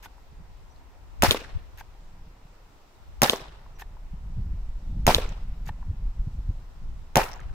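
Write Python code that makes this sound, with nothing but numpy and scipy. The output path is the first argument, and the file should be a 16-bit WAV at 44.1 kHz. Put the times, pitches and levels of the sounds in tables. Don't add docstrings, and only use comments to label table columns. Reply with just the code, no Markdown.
import sys
import numpy as np
from scipy import signal
from scipy.io import wavfile
from scipy.ndimage import uniform_filter1d

SR = 44100
rng = np.random.default_rng(int(sys.argv[2]) if len(sys.argv) > 2 else 0)


def file_out(sig):
    cols = np.atleast_2d(sig).T
    lim = np.clip(cols, -1, 1)
    pcm = np.round(lim * 32767).astype(np.int16)
    wavfile.write(sys.argv[1], SR, pcm)


N = 332499


def from_db(db):
    return 10 ** (np.asarray(db) / 20)


def rms_one(x):
    return x / np.sqrt(np.mean(x ** 2) + 1e-20)


def at_hz(points, hz, order=1):
    points = np.array(points)
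    return np.interp(np.log(hz), np.log(points[:, 0]), points[:, order])


def clicks(times, db):
    out = np.full(N, 1e-18)
    out[np.round(np.asarray(times) * SR).astype(int)] = from_db(db)
    return out


def fade(x, t60):
    return signal.lfilter([1], [1, -from_db(-60 / (max(t60, .001) * SR))], x)


def puff(hz, cycles):
    turn = np.arange(0, cycles, hz / SR)
    return np.sin(2 * np.pi * turn) * np.sin(np.pi * turn / cycles) ** 0.36


def puffs(times, db, hz, cycles):
    return np.convolve(clicks(times, db), puff(hz, cycles))[:N]


def drift(rate_hz):
    r = np.exp(-80 * np.pi * rate_hz / SR)
    slow = signal.lfilter([1], [1, -2 * r, r * r], rng.standard_normal(N // 40 + 2002))[2000:]
    return np.interp(np.arange(N) / 40, np.arange(len(slow)), rms_one(slow))


def strike(times, db, modes, spread_db=3.5, detune=0.032):
    hz, level_db, t60 = np.transpose(modes)[:, :, None]
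    after = np.arange(SR // 5) / SR
    out = np.zeros(N + SR)
    sign = (-1.) ** np.arange(len(modes))[:, None]
    chance = rng.standard_normal((len(times), 2, len(modes), 1))
    for s, blow_db, (strong, sharp) in zip(times, db, chance):
        envelope = from_db(blow_db + level_db + spread_db * strong - 60 * after / t60)
        rings = envelope * np.sin(2 * np.pi * hz * (1 + detune * sharp) * after)
        start = round(s * SR)
        out[start:start + len(after)] += (sign * rings).sum(axis=0)
    return out[:N]


def crack(times, db, modes, fizz_db, fizz_t60, lag_s):
    ring = strike(times, db, modes, spread_db=0.5)
    fizz = from_db(fizz_db) * fade(clicks(times, db), fizz_t60) * rng.standard_normal((2, N))
    left, right = ring + fizz
    return np.array([left, np.roll(right, round(lag_s * SR))])


# start_s (hammer fall), hammer_db, crack_db, pop_db, echo_db,
# echo_tilt (dB per octave above 1 kHz), hiss_db, late_echo_db (against the early echo)
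SHOTS = [(1.2222, -4, -7, -11, -20.5, -0.3, -27.5, -12), (3.2188, 0, -1, -14, -20, -1.24, -28, -13),
         (5.0670, -3.5, -21.5, -8.5, -20.5, -1.76, -27.5, -9.5),
         (7.1566, -2.5, -7, -9.5, -18.5, -4, -31.5, -12)]
# delay_s (after the pop), level_db, pitch_hz, length (cycles)
RETURNS = [(0, 9.5, 701, 1.3), (.0086, -2, 640, 2.0), (.0145, 3, 770, 2.6), (0.0235, -6.5, 597, 1.5),
           (0.0275, -5, 904, 3.0), (.031, -12, 770, 3.5)]
POP_S = .0105


def pop():
    shots = np.array(SHOTS)
    s, db = shots[:, 0] + POP_S, shots[:, 3]
    out = puffs(s + 0.0013, db + 2, 170, .72)
    out -= puffs(s + 0.0065, db - 15.5, 190, 2.4)
    for later_s, level_db, hz, cycles in RETURNS:
        chance_db = 1.1 * rng.standard_normal(len(s))
        out -= puffs(s + later_s, db + level_db + chance_db, hz, cycles)
    return out


# pitch_hz, level_db (relative), t60_s
MUZZLE = [(920, -5.5, 0.005), (2245, -4, 0.0022), (5500, 1, .004), (7270, -6, 0.0037), (14100, -6, .004)]
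CRACK_S, LAG_S = .0143, .00045


def muzzle_crack():
    shots = np.array(SHOTS)
    return crack(shots[:, 0] + CRACK_S, shots[:, 2], MUZZLE, fizz_db=-6, fizz_t60=.01, lag_s=LAG_S)


# pitch_hz, level_db (relative), t60_s
HAMMER = [(1050, -0.5, 0.007), (3016, 1.5, 0.0018), (1715, -16.5, 0.0012), (5070, -10.5, 0.0033),
          (6900, -10.5, 0.0074), (13900, -18, 0.0097)]


def hammer():
    shots = np.array(SHOTS)
    return crack(shots[:, 0], shots[:, 1], HAMMER, fizz_db=-11, fizz_t60=0.01, lag_s=LAG_S)


def hiss():
    shots = np.array(SHOTS)
    decay = fade(clicks(shots[:, 0], shots[:, 6]), 0.61)
    fade_out = np.hanning(round(.36 * SR))[round(.18 * SR):] ** .5
    window = np.convolve(clicks(shots[:, 0], 0), fade_out)[:N]
    high_pass = signal.butter(2, 4900, "high", fs=SR, output="sos")
    bright = signal.sosfilt(high_pass, rng.standard_normal((2, N)))
    return decay * window * bright


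# start_s, snap_db, thud_db, tail_db,
# pitch (share of the snap modes), box_db (ring at the target)
STRIKES = [(1.3096, -1.5, -21, -20.5, 1.04, -28), (3.2968, -2.5, -21, -16.5, 0.98, -22),
           (5.1468, -0.5, -23, -23.5, 1.027, -31)]
# pitch_hz (scaled by each dart's share), level_db (relative), t60_s
SNAP = [(2820, -14, 0.0035), (3670, -29, 0.0026), (6370, -7.5, 0.0047), (9400, -19, 0.0015),
        (11700, -15, 0.0024), (2440, -28, 0.0054)]


def punch(s, db, pitch):
    lag_s = .00014 / pitch
    burst = -puffs([s], db + 4.5, 3390 * pitch, 2.75)
    modes = np.multiply(SNAP, [pitch, 1, 1])
    snap = crack([s], np.array([db]), modes, fizz_db=-23.0, fizz_t60=0.0065, lag_s=lag_s)
    return snap + [burst, np.roll(burst, round(lag_s * SR))]


# pitch_hz, level_db (relative), t60_s
BOX = [(630, 3.5, 0.011), (248, 2, 0.014), (498, 2.5, 0.031), (409, -12.5, 0.21), (830, -12, 0.01),
       (1110, -4, 0.022), (1880, -10, 0.012), (726, -11, 0.045), (3400, -1, 0.0067)]
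THUD_S = .0365


def box_at_target():
    strikes = np.array(STRIKES)
    return strike(strikes[:, 0] + 0.00075, strikes[:, 5], BOX, spread_db=-1.5)


def box_at_chest():
    strikes = np.array(STRIKES)
    s, db = strikes[:, 0] + THUD_S, strikes[:, 2]
    return strike(np.r_[s, s + .0705], np.r_[db, db - 19.5], BOX, spread_db=2.9)


# start_s (latch), latch_db, scrape_db, pawl_db
COCKING = [(0.0588, -38.5, -47.5, -69), (1.809, -37.5, -47.5, -69.5), (3.821, -35.5, -46.5, -70),
           (5.691, -33, -48, -73.5)]
# pitch_hz, level_db (relative), t60_s
LATCH = [(935, 3.5, 0.021), (750, -9, 0.0076), (1400, -1.5, 0.0031), (1730, -4.5, 0.032),
         (2210, -6, 0.0082), (3540, -5, 0.0085)]
# pitch_hz, level_db (relative), t60_s
RATCHET = [(2380, -2.5, 0.012), (4640, -9, 0.011), (6520, 2, 0.0055), (12800, 0, 0.007)]
SCRAPE_S, PAWL_S = .036, .011


def cocking():
    s, latch_db, scrape_db, pawl_db = np.transpose(COCKING)
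    pawl = fade(clicks(s - PAWL_S, pawl_db), .015) * np.diff(rng.standard_normal(N + 1))
    pawl += strike(s - PAWL_S, pawl_db + 23.5, RATCHET)
    teeth_s = s[:, None] - SCRAPE_S * rng.uniform(.2, .95, (len(s), 8))
    ticks = strike(teeth_s.ravel(), np.repeat(scrape_db, repeats=8) - 7, RATCHET, spread_db=5)
    touch_s = np.r_[s, s + .0026, s - .019]
    touch_db = np.r_[latch_db, latch_db - 4, latch_db - 13]
    latch = strike(touch_s, touch_db, LATCH, spread_db=2.5, detune=.05)
    latch = np.convolve(latch, np.hanning(12) / 5.5)[:N]
    return latch + pawl + ticks


def scrape_strength():
    moves = np.array(COCKING)
    starts = clicks(moves[:, 0] - SCRAPE_S, moves[:, 2])
    turning = np.convolve(starts, np.linspace(.5, 1, round(SCRAPE_S * SR)))[:N]
    return .006 * fade(turning, .03) * from_db(3 * drift(150))


# start_s, level_db (relative), pitch_hz (nominal)
KNOCKS = [(0.18, -54, 960), (1.41, -41.5, 2660), (1.459, -49, 1640), (1.949, -56, 845), (3.396, -42, 2520),
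          (3.413, -48, 2400), (3.493, -52, 2980), (3.662, -51, 1030), (3.968, -50.5, 960),
          (5.246, -40, 2600), (5.261, -44, 2300), (5.827, -47.5, 1040), (7.202, -27, 1600),
          (7.232, -35, 2070), (7.265, -37, 1314), (7.295, -39.5, 920), (7.394, -43.5, 1700),
          (7.412, -48, 1970), (7.497, -53, 1630), (7.403, -50, 7000)]


def knocks():
    out = np.zeros(N)
    for s, db, hz in KNOCKS:
        for share, level_db in [(0.968, 4.0), (0.77, -25.0), (1.5, -5)]:
            out += puffs([s], db + level_db, hz * share, 5)
    return out


def slaps():
    shots = np.array(SHOTS)
    later_s = rng.uniform(.03, 0.22, (len(shots), 20))
    chance = rng.standard_normal((len(shots), 20))
    db = shots[:, 4:5] - 5.5 - 60 * later_s / 0.55 + 4 * chance
    s = shots[:, :1] + CRACK_S + later_s
    return np.array([strike(s[:, k::2].ravel(), db[:, k::2].ravel(), MUZZLE, spread_db=5, detune=.1)
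                     for k in range(2)])


# pitch_hz, shot_db (relative, per Hz), strike_db (relative, per Hz), early_t60_s, late_t60_s
TAIL = [(101, 11.5, -20, 0.11, 0.055), (310, 7, 10, 0.0098, 0.34), (800, 5.5, -7.5, 0.11, 0.57),
        (2090, 1, -24, 0.17, 0.58), (3150, 0.5, -5, 0.14, 0.5), (5400, -1, -12.5, 0.095, 0.4),
        (10000, -17.5, -15.5, 0.14, 0.33), (15400, -8.5, -13.5, 0.15, 0.12)]


def echo_tail(hz):
    shots, strikes = np.array(SHOTS), np.array(STRIKES)
    spans = np.diff(np.r_[0, np.round(shots[1:, 0] * SR), N]).astype(int)
    late = from_db(np.repeat(shots[:, 7], spans))
    colour_db = 1.5 * rng.standard_normal(len(shots))
    echo_db = shots[:, 4] + shots[:, 5] * max(np.log2(hz / 1000), 0) + colour_db
    blasts = clicks(shots[:, 0], echo_db - 0.5) + clicks(shots[:, 0] + CRACK_S, echo_db)
    landings = clicks(strikes[:, 0], strikes[:, 3])
    sent = from_db(at_hz(TAIL, hz)) * blasts + from_db(at_hz(TAIL, hz, order=2)) * landings
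    tail = fade(sent, at_hz(TAIL, hz, order=3)) + fade(late * sent, at_hz(TAIL, hz, order=4))
    if hz > 1200:
        tail -= fade((1 + late) * sent, .02)
    return tail


def near_echo():
    shots, strikes = np.array(SHOTS), np.array(STRIKES)
    pops = clicks(shots[:, 0] + POP_S + .017, shots[:, 3] - 4.0)
    thuds = clicks(strikes[:, 0] + THUD_S, strikes[:, 2] + 3)
    return from_db(-20) * fade(pops + thuds, 0.14)


# start_s, length_s, start_hz, end_hz, level_db (before the blur)
CHIRPS = [(0.688, 0.058, 5540, 6200, -69), (0.761, 0.0027, 4870, 3750, -48.5),
          (3.738, 0.053, 6030, 5700, -66.5)]


def birds():
    blur = drift(140)
    out = np.zeros(N)
    for s, length_s, start_hz, end_hz, db in CHIRPS:
        size, start = round(length_s * SR), round(s * SR)
        glide = np.sin(2 * np.pi * np.cumsum(np.linspace(start_hz, end_hz, size)) / SR)
        out[start:start + size] = from_db(db + 3.7 * blur[:size]) * glide * np.hanning(size)
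    return out


# pitch_hz, left-right likeness (-1..1)
LIKENESS = [(130, 0.94), (290, 0.96), (640, 0.39), (1400, 0.068), (3000, 0.077), (15000, -0.19)]


def bands():
    edges = 90 * 2 ** np.arange(0, 7.6, .5)
    white = rng.standard_normal((2, 2, N))
    for k, (low, high) in enumerate(zip(edges, edges[1:])):
        sos = signal.butter(2, [low, high], "band", fs=SR, output="sos")
        mid, side = signal.sosfilt(sos, white[k % 2])
        hz = np.sqrt(low * high)
        alike = np.clip(at_hz(LIKENESS, hz), -1, 1)
        yield hz, np.sqrt(1 + alike) * mid + np.sqrt(1 - alike) * side * [[1], [-1]]


# (relative, per Hz)
GARDEN = [(59, -27), (100, -8), (167, -13.5), (240, -6.5), (273, -7), (615, -7.5), (684, 0), (942, -8),
          (1990, -16), (4200, -21), (6600, -23), (8690, -36.5), (14800, -28.5), (16500, -50)]
# (relative, per Hz)
SCRAPE = [(290, -36), (500, -16), (933, 4), (1140, -8), (1720, 6.5), (3920, -4.5), (10400, -13.5),
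          (12900, -5), (16000, -17)]
# (relative, per Hz)
NEAR_ECHO = [(300, -6.5), (550, -6), (1000, 5), (2200, -7), (3500, -28)]


def surroundings():
    near, turning = near_echo(), scrape_strength()
    lumps_db = 2.5 * drift(72)
    leaves_db = 0.5 * drift(0.82)
    murmur, other = 0, 0
    for hz, band in bands():
        murmur_db = at_hz(GARDEN, hz) + 0.67 * drift(6.8) + leaves_db * (hz > 3000)
        murmur = murmur + band * from_db(murmur_db)
        tail = echo_tail(hz)
        lumps = from_db(lumps_db + 2 * drift(30))
        other = other + band * (tail * lumps + from_db(at_hz(SCRAPE, hz)) * turning)
        if 250 < hz < 4000:
            other = other + band[0] * from_db(at_hz(NEAR_ECHO, hz)) * near * lumps
    return from_db(-59) * rms_one(murmur) + other


def buffeting(low_hz, high_hz, lumpy_db, order=2):
    sos = signal.butter(order, [low_hz, high_hz], "band", fs=SR, output="sos")
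    noise = signal.sosfilt(sos, rng.standard_normal(N))
    noise /= np.sqrt(uniform_filter1d(noise ** 2, size=4000))
    return rms_one(noise * from_db(lumpy_db * drift(28)))


# start_s, level_db (before wavering)
CHEST_RUMBLE = [(0.0, -51.5), (0.73, -52), (1.05, -57), (1.26, -35), (1.49, -55), (1.55, -39), (1.68, -63),
                (1.78, -48.5), (3.09, -57), (3.23, -46), (3.4, -54), (3.74, -42), (4.05, -39), (4.43, -29),
                (4.79, -33), (5.25, -26.5), (5.35, -35.5), (5.48, -28), (5.59, -35), (5.65, -30.5),
                (5.78, -40.5), (5.8, -35.5), (5.9, -29), (5.96, -35), (6.07, -26.5), (6.15, -34.5),
                (6.19, -26.5), (6.26, -34), (6.53, -32), (6.74, -42), (6.87, -28), (7.12, -44.5),
                (7.18, -30.5), (7.39, -43.5), (7.48, -36), (7.54, -40)]
# start_s, level_db (before wavering)
FLUTTER = [(0, -63.5), (1.1, -61.5), (1.5, -55), (1.7, -66), (2.15, -60.5), (2.9, -64), (3.6, -60),
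           (4.1, -57), (4.22, -41), (4.3, -46), (4.39, -33), (4.5, -53), (4.78, -53), (4.88, -34),
           (5.03, -37), (5.3, -42.5), (5.55, -59), (5.62, -40.5), (5.78, -52), (5.9, -37), (6.0, -41),
           (6.15, -53.5), (6.28, -42), (6.4, -47.5), (6.5, -39.5), (6.58, -55), (6.74, -53), (6.86, -46),
           (6.95, -50), (7.08, -56), (7.4, -53.5), (7.5, -49)]
# start_s, level_db (before wavering)
SIDE_WIND = [(0, -58), (.45, -49.5), (.95, -51), (1.27, -30.5), (1.45, -43), (1.58, -44), (1.95, -51.5),
             (2.3, -71), (2.9, -64), (3.002, -48), (3.2, -42), (3.399, -57), (4.701, -50.5), (4.9, -91),
             (6.349, -86), (6.8, -46), (7.302, -53), (7.5, -36)]
# start_s, level_db (before the port filter), pitch_hz, length (cycles), right against left (-1..1)
BUFFETS = [(1.277, -12, 93, 2.05, -0.26), (1.549, -18.5, 80.7, 2.2, -0.39), (4.378, -23.5, 80.3, 1.34, 1),
           (5.16, -12.5, 31.4, 0.22, 1), (5.7, -27, 91, 1.05, 1), (5.885, -22, 79, 2.3, 1),
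           (6.025, -23, 37.8, 2.2, 1), (6.181, -22.5, 43, 1.62, 1), (6.27, -20.5, 98, 0.94, 1),
           (6.372, -25.5, 62.6, 1.24, 1), (6.489, -18, 64, 1.13, 0.97)]
EDDY_DB, EDDY_HZ = 1.94, 2
PORT_HZ = 312


def wind():
    t = np.arange(N) / SR
    side_db = np.interp(t, *np.transpose(SIDE_WIND)) + EDDY_DB * drift(EDDY_HZ)
    waver_db = EDDY_DB * drift(EDDY_HZ) + 1.77 * drift(3.4)
    rumble = from_db(np.interp(t, *np.transpose(CHEST_RUMBLE))) * buffeting(10.5, 39, lumpy_db=0.5)
    flutter = from_db(np.interp(t, *np.transpose(FLUTTER))) * buffeting(38, 165, lumpy_db=6.0, order=3)
    sides = np.array([buffeting(33, 56, lumpy_db=-1.5), buffeting(35, 83, lumpy_db=3.0)])
    out = from_db(waver_db) * (rumble + flutter)
    out = out + from_db(side_db) * sides * from_db([[1.5], [-1.5]])
    for s, db, hz, cycles, right in BUFFETS:
        push = from_db(db) * puff(hz, cycles)
        start = round(s * SR)
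        out[:, start:start + len(push)] += push * [[1], [np.clip(right, -1, 1)]]
    return signal.sosfilt(signal.butter(2, PORT_HZ, fs=SR, output="sos"), out)


def overload(x, top):
    return top * np.tanh(x / top)


def scene():
    chest = pop() + box_at_chest() + cocking() + knocks()
    target = hammer() + muzzle_crack()
    for s, snap_db, *_, pitch, box_db in STRIKES:
        target += punch(s, snap_db, pitch)
    target += box_at_target()
    target += slaps() + hiss() + surroundings() + birds()
    return overload(chest, .5) + overload(target, .9) + wind()


def record(dry):
    low_pass = signal.cheby2(12, 70, 16800, fs=SR, output="sos")
    return signal.sosfilt(low_pass, np.clip(dry, -.9, .9))


dry = scene()
out = record(dry)
file_out(out)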